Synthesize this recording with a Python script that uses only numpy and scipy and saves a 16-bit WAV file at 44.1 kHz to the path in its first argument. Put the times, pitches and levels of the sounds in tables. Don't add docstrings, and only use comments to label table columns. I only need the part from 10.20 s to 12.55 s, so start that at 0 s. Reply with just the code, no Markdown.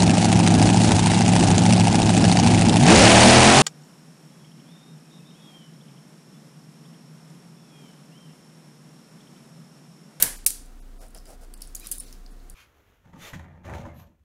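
import sys
import numpy as np
from scipy import signal
from scipy.fft import rfft, irfft, next_fast_len
from scipy.io import wavfile
from scipy.ndimage import uniform_filter1d, map_coordinates

SR = 44100
rng = np.random.default_rng(int(sys.argv[2]) if len(sys.argv) > 2 else 0)


def transcribe(u):
    v = np.clip(np.atleast_2d(u).T, -1, 1)
    q = np.round(v * 32767).astype(np.int16)
    wavfile.write(sys.argv[1], SR, q)


def voltage_ratio(decibels):
    exponent = np.asarray(decibels, float) / 20
    return 10 ** exponent


N = 103458
LEAD = 4410

# freq_hz, density_db (per Hz)
CRACK_SPECTRUM = [(180, -47.5), (300, -28), (1170, -28.5), (3030, -19), (3640, -15), (4230, -10),
                  (6520, -7), (10400, 0.5), (16000, -12)]
# freq_hz, width_hz, level_db
BARREL_MODES = [
    [(1610, 180, -17.5), (5370, 300, -12.5), (7500, 400, -6.5), (9560, 400, -2), (10300, 130, -3),
     (11800, 330, -1), (13330, 350, 2.5), (14500, 350, -2)],
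    [(2380, 290, -19), (4790, 500, -16), (5940, 250, -7.5), (7000, 230, -9), (9240, 250, 3),
     (10400, 250, -6), (12300, 300, -7), (14000, 430, -3.5)],
]


def unit(x):
    return x / np.sqrt(np.mean(x ** 2) + 1e-20)


def along(points, hz):
    freqs, values = np.transpose(points)
    return np.interp(np.log(hz + 1), np.log(freqs + 1), values)


def wobble(rate):
    knots = rng.standard_normal(int(N * rate / SR) + 4)
    return map_coordinates(knots, [np.arange(N) * rate / SR])


def filtered(x, response):
    size = next_fast_len(len(x) + 2048, real=True)
    return irfft(rfft(x, size) * response(np.fft.rfftfreq(size, 1 / SR)), size)[:len(x)]


def envelope(points):
    return lambda f: voltage_ratio(along(points, f))


def resonances(modes):
    def response(f):
        total = 0
        for k, (center, width, db) in enumerate(modes):
            damping = 1j * f * width
            total = total + (-1) ** k * voltage_ratio(db) * damping / (center * center - f * f + damping)
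        return total
    return response


def noise(response, size=N):
    return unit(filtered(rng.standard_normal(size), response))


def burst(response, rise_s, t60, size=4000):
    t = np.arange(size) / SR
    rise = np.minimum(t / rise_s, 1) ** 2
    decay = voltage_ratio(-60 * np.maximum(t - rise_s, 0) / t60)
    return noise(response, size=size) * rise * decay


def add(track, s, x):
    i = round(s * SR) + LEAD
    track[i:i + len(x)] += x[:len(track) - i]


def swell(start, top, end):
    speed = np.interp(np.arange(N) / SR, [start, top, end], [0, 1, 0])
    return np.sin(np.pi / 2 * speed) ** 1.46


def room(x):
    # freq_hz, t60_s
    decay_times = [(300, .35), (2000, 0.55), (4000, 0.42), (8000, 0.36), (15000, 0.23)]
    hz, t, z = signal.stft(rng.standard_normal(SR // 2), SR, nperseg=256)
    decay = voltage_ratio(-60 * t / along(decay_times, hz)[:, None])
    tail = signal.istft(z * decay, SR, nperseg=256)[1]
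    delayed = np.pad(x, (200, 0))
    return signal.fftconvolve(delayed, tail / np.linalg.norm(tail))[:len(x)]


def pen_drop():
    # start_s, peak_db, rise_ms, t60_s, thump_db
    blows = [
        (-.02, -0.5, 1, 0.012, -31.5),
        (0.023, 3.5, 2.53, 0.013, -32.5),
        (0.2623, 0, 1.3, 0.024, -54.5),
    ]
    # freq_hz, density_db (per Hz)
    desk_thump = [(59, -42.5), (100, 1), (576, -5), (961, -5), (1400, -9), (1650, 0.5), (2500, -6.5),
                  (3250, -6), (6500, -30), (9000, -120)]
    ring_db, thump_t60_s = -5, 0.38
    echo_db, echo_ring_db = 9.5, -14.5
    out = np.zeros(N + LEAD)
    crack = envelope(CRACK_SPECTRUM)
    one_end, other_end = map(resonances, BARREL_MODES)
    for (s, db, rise_ms, t60, thump_db), ring in zip(blows, [one_end, one_end, other_end]):
        crack_sound = burst(crack, rise_ms / 1000, t60)
        barrel_sound = burst(ring, 0.0012, 2.5 * t60)
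        add(out, s, voltage_ratio(db - 8) * (crack_sound + voltage_ratio(ring_db) * barrel_sound))
        add(out, s, voltage_ratio(thump_db) * burst(envelope(desk_thump), .002, thump_t60_s, size=SR // 3))
        impulse = np.zeros(N + LEAD)
        add(impulse, s, np.array([voltage_ratio(db + echo_db)]))
        out += room(filtered(impulse, lambda f: crack(f) + voltage_ratio(echo_ring_db) * np.abs(ring(f))))
    tip_knock = resonances([(2310, 1230, 0)])
    add(out, .2628, voltage_ratio(-25.5) * burst(tip_knock, .0005, .012))
    return out


def clip_chatter():
    # start_s, peak_db
    rebounds = [(0.034, -20.5), (0.037, -20.5), (0.056, -28.5), (0.241, -52.5), (0.248, -46),
                (0.2685, -18.5), (0.27, -18.5), (.2742, -18), (0.28, -23.5), (0.3039, -20)]
    out = np.zeros(N + LEAD)
    crack = envelope(CRACK_SPECTRUM)
    ring = resonances(BARREL_MODES[1])
    for s, db in rebounds:
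        add(out, s, voltage_ratio(db) * burst(lambda f: ring(f) + crack(f), .001, .012))
    return out


def background():
    # time_s, level_db
    hum_level = [(0.0, -49), (0.16, -41.5), (0.27, -46.5), (0.7, -41.5), (0.84, -43), (0.91, -48.5),
                 (0.99, -43.5), (1.12, -49.5), (1.21, -43), (1.59, -42.5), (1.67, -49), (1.77, -41.5),
                 (1.85, -45.5), (2.05, -41.5), (2.31, -44.5), (2.35, -39)]
    # freq_hz, width_hz, level_db
    fan_tones = [(116, 11, -69), (252.7, 34, -63.5), (722.4, 39, -68)]
    # freq_hz, density_db (per Hz)
    fan_spectrum = [(24, -42), (40, -9), (62, -11.5), (86, -24.5), (178, -20.5), (260, -21), (390, -25.5),
                    (496, -27), (1000, -45), (1300, -52.5), (2200, -120)]
    # freq_hz, density_db (per Hz)
    air_spectrum = [(530, -29), (900, -4.5), (1390, -3), (2450, -10.5), (3040, -11), (8250, -13.5),
                    (16000, -19.5)]
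    hum_hz, hum_drift_rad, air_db, fan_db = 29.4, .8, -61.5, -55
    t = np.arange(N) / SR
    hum_phase = 2 * np.pi * hum_hz * t + hum_drift_rad * wobble(2.4)
    hum = np.sqrt(2) * voltage_ratio(np.interp(t, *np.transpose(hum_level))) * np.sin(hum_phase)
    tones = sum(voltage_ratio(db) * noise(resonances([(hz, width, 0)])) for hz, width, db in fan_tones)
    air = voltage_ratio(air_db + 0.87 * wobble(2.1)) * noise(envelope(air_spectrum))
    return hum + tones + air + voltage_ratio(fan_db) * noise(envelope(fan_spectrum))


def pen_ticks():
    # start_s, peak_db, pitch_hz, crack_db (under the ring)
    contacts = [(0.4594, -47.5, 7500, -0.5), (0.8826, -42, 9720, -3), (0.9057, -47, 9520, -1),
                (0.9476, -35.5, 9600, 3.5), (0.952, -44, 4900, -20), (0.962, -39, 5300, -20),
                (0.9745, -40, 7760, 1), (0.978, -39, 5030, -4), (0.985, -38, 5300, -2),
                (1.001, -46, 4790, -3), (1.0555, -42.5, 7760, 3.5), (1.067, -45, 5000, -6),
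                (1.2116, -48.5, 7850, 1), (1.3385, -32, 9800, 1), (1.339, -37.5, 4800, -19),
                (1.3762, -44.5, 7700, 2), (1.4067, -41, 8500, -5), (1.4185, -34, 8250, 4),
                (1.4207, -28, 5040, 0), (1.421, -28.5, 10800, -0.5), (1.432, -42, 5100, -19),
                (1.439, -44, 5000, -20), (1.4555, -44, 10500, -8), (1.4738, -35.5, 9290, -7),
                (1.48, -46, 6500, -14), (1.5497, -21, 7530, 2.5), (1.554, -28, 6830, 5),
                (1.5624, -28.5, 9040, -4), (1.566, -37.5, 4930, -7), (1.5979, -33.5, 11400, 4),
                (1.6064, -35, 11800, -1), (1.6702, -28, 9640, 6.5), (1.6884, -36, 9200, 0),
                (1.7134, -22.5, 9230, 4.5), (1.7155, -19, 7500, 7), (1.7178, -21, 9280, -3),
                (1.7202, -20, 9300, 2), (1.7245, -23, 9500, 4.5), (1.7553, -33, 9450, -2),
                (1.7595, -38, 9400, -6), (1.7829, -23.5, 9630, -1), (1.7997, -27, 9630, -2),
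                (1.8045, -24.5, 9400, -8), (1.831, -42, 9350, -5), (1.8836, -41.5, 4560, -15.5),
                (1.927, -33.5, 5770, 0), (2.0624, -36.5, 5080, -14.5), (2.2013, -48, 4170, -20),
                (2.2985, -30.5, 9220, 1), (2.304, -42.5, 4700, -20)]
    # start_s, level_db
    taps = [(0.948, -49), (0.974, -60), (1.055, -52), (1.338, -50.5), (1.406, -52.5), (1.42, -53.5),
            (1.548, -48), (1.598, -54), (1.7141, -38), (1.926, -53.5)]
    # freq_hz, width_hz, level_db
    pad_modes = [(1600, 850, -14.5), (2990, 590, -8), (4960, 480, -2)]
    rise_s, t60_s, relative_width, low_cut_hz = .0006, 0.019, 0.22, 6000
    out = np.zeros(N + LEAD)
    thin_crack = lambda f: voltage_ratio(along(CRACK_SPECTRUM, f)) / (1 + (low_cut_hz / (f + 1)) ** 8)
    for s, db, hz, crack_db in contacts:
        mode = resonances([(hz, relative_width * hz, 0)])
        ring = burst(lambda f: mode(f) ** 2, rise_s, t60_s)
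        crack = burst(thin_crack, rise_s, .8 * t60_s)
        add(out, s - .0005, voltage_ratio(db - 8.5) * (ring + voltage_ratio(crack_db) * crack))
    for s, db in taps:
        add(out, s, voltage_ratio(db) * burst(resonances(pad_modes), 0.00052, 0.052))
    return out


def gritty(spectrum):
    grain_db = 2.2
    return unit(noise(envelope(spectrum)) * voltage_ratio(grain_db * wobble(350) + wobble(60)))


def pen_strokes():
    # start_s, peak_s, end_s, hiss_db, rumble_db
    lines = [
        (0.775, 0.833, 0.89, -56, -51.5),
        (0.93, 0.98, 0.98, -57, -51),
        (1.048, 1.108, 1.169, -54, -50.5),
        (1.201, 1.228, 1.27, -57, -55.5),
    ]
    # freq_hz, density_db (per Hz)
    paper_spectrum = [(900, -29.5), (1500, -10), (2800, -12), (4200, -11), (5000, -5), (6500, -7.5),
                      (9400, -4), (16000, -16)]
    # freq_hz, width_hz, level_db
    desk_modes = [(524, 230, -2), (740, 204, -2), (1410, 240, -14.5)]
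    hiss = gritty(paper_spectrum)
    rumble = unit(noise(resonances(desk_modes)) * voltage_ratio(1.5 * wobble(79.9)))
    out = np.zeros(N)
    for start, top, end, hiss_db, rumble_db in lines:
        out += swell(start, top, end) * (voltage_ratio(hiss_db) * hiss + voltage_ratio(rumble_db) * rumble)
    return out


def hand_rustles():
    # start_s, peak_s, end_s, level_db
    shifts = [
        (1.397, 1.44, 1.57, -58),
        (1.545, 1.604, 1.71, -56.5),
        (1.627, 1.664, 1.713, -46.5),
        (1.687, 1.738, 1.79, -49),
        (1.767, 1.8, 2.04, -54),
    ]
    # freq_hz, density_db (per Hz)
    skin_spectrum = [(900, -24), (1500, -11.5), (3200, -8), (4200, -3), (6000, -6), (9400, -8),
                     (13000, -11), (16000, -11.5)]
    return gritty(skin_spectrum) * sum(swell(*span) * voltage_ratio(db) for *span, db in shifts)


def barrel_squeaks():
    # start_s, peak_s, end_s, pitch_hz, level_db
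    rubs = [(1.585, 1.635, 1.67, 2430, -63), (1.6, 1.612, 1.65, 3950, -65), (1.6, 1.62, 1.64, 4950, -66),
            (1.635, 1.655, 1.69, 5050, -58), (1.64, 1.655, 1.68, 5650, -58),
            (1.638, 1.652, 1.665, 3800, -57), (1.638, 1.655, 1.672, 1200, -58),
            (1.71, 1.75, 1.8, 3780, -64), (1.78, 1.8, 1.82, 5400, -56), (1.778, 1.785, 1.8, 7300, -54),
            (1.78, 1.79, 1.81, 3850, -62), (1.797, 1.802, 1.813, 9500, -44),
            (1.723, 1.726, 1.734, 4900, -45), (1.726, 1.73, 1.737, 9400, -39)]
    glide_per_s, flutter_hz = .6, 200
    out = np.zeros(N)
    for start, top, end, hz, db in rubs:
        t = np.arange(N) / SR - top
        phase = 2 * np.pi * hz * t * (1 + glide_per_s * t / 2) + 1.8 * wobble(flutter_hz)
        level = voltage_ratio(db + 5 + 3.7 * wobble(flutter_hz))
        out += level * swell(start, top, end) * np.sin(phase)
    return out


def scene():
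    ticks = pen_ticks()
    room_db = -10.5
    impacts = pen_drop() + clip_chatter() + ticks + voltage_ratio(room_db) * room(ticks)
    friction = pen_strokes() + hand_rustles() + barrel_squeaks()
    return (impacts[LEAD:] + friction + background())[None]


def low_pass(x):
    return signal.sosfilt(signal.butter(12, 16480, fs=SR, output="sos"), x)


def record(dry):
    # start_s, length_s, share_lost (0 to 1), low_hz, high_hz
    dropouts = [(.2515, .0085, 1, 1300, 22000), (.165, .02, .4, 1300, 22000), (.6, .022, .7, 1000, 22000),
                (.785, .022, .7, 1300, 22000), (1.343, .022, .6, 1800, 22000), (1.345, .01, 1, 6100, 7400),
                (1.642, .016, .35, 1500, 22000), (1.786, .012, .4, 3900, 22000),
                (1.786, .016, .75, 500, 3500), (1.85, .02, .4, 800, 22000), (2.108, .022, .5, 2000, 22000)]
    band_hz, edge_hz, edge_db, edge_opens_db, fade_s = 330, 15900, -30, -20, .003
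    t = np.arange(N) / SR
    x = filtered(dry[0], lambda f: voltage_ratio(edge_db / 2 * (1 + np.tanh((f - edge_hz) * 2 / band_hz))))
    brightness = uniform_filter1d(np.abs(np.diff(dry[0], prepend=0)), size=300)
    x = x + (dry[0] - x) * np.clip(brightness / voltage_ratio(edge_opens_db) - .2, 0, 1)
    for s, length, share, low_hz, high_hz in dropouts:
        lost = rng.random(size=80) < share
        part = filtered(x, lambda f: lost[(f // band_hz).astype(int)] * (f > low_hz) * (f < high_hz))
        gate = np.interp(t, [s - .001, s, s + length, s + length + .001], [0, 1, 1, 0])
        x = x - part * gate * (.9 + .1 * share ** 9)
    x = x * np.sin(np.pi / 2 * np.clip((t[-1] - t) / fade_s, 0, 1))
    return low_pass(np.clip(x[None], -1, 1))


dry = scene()
out = record(dry)
transcribe(out)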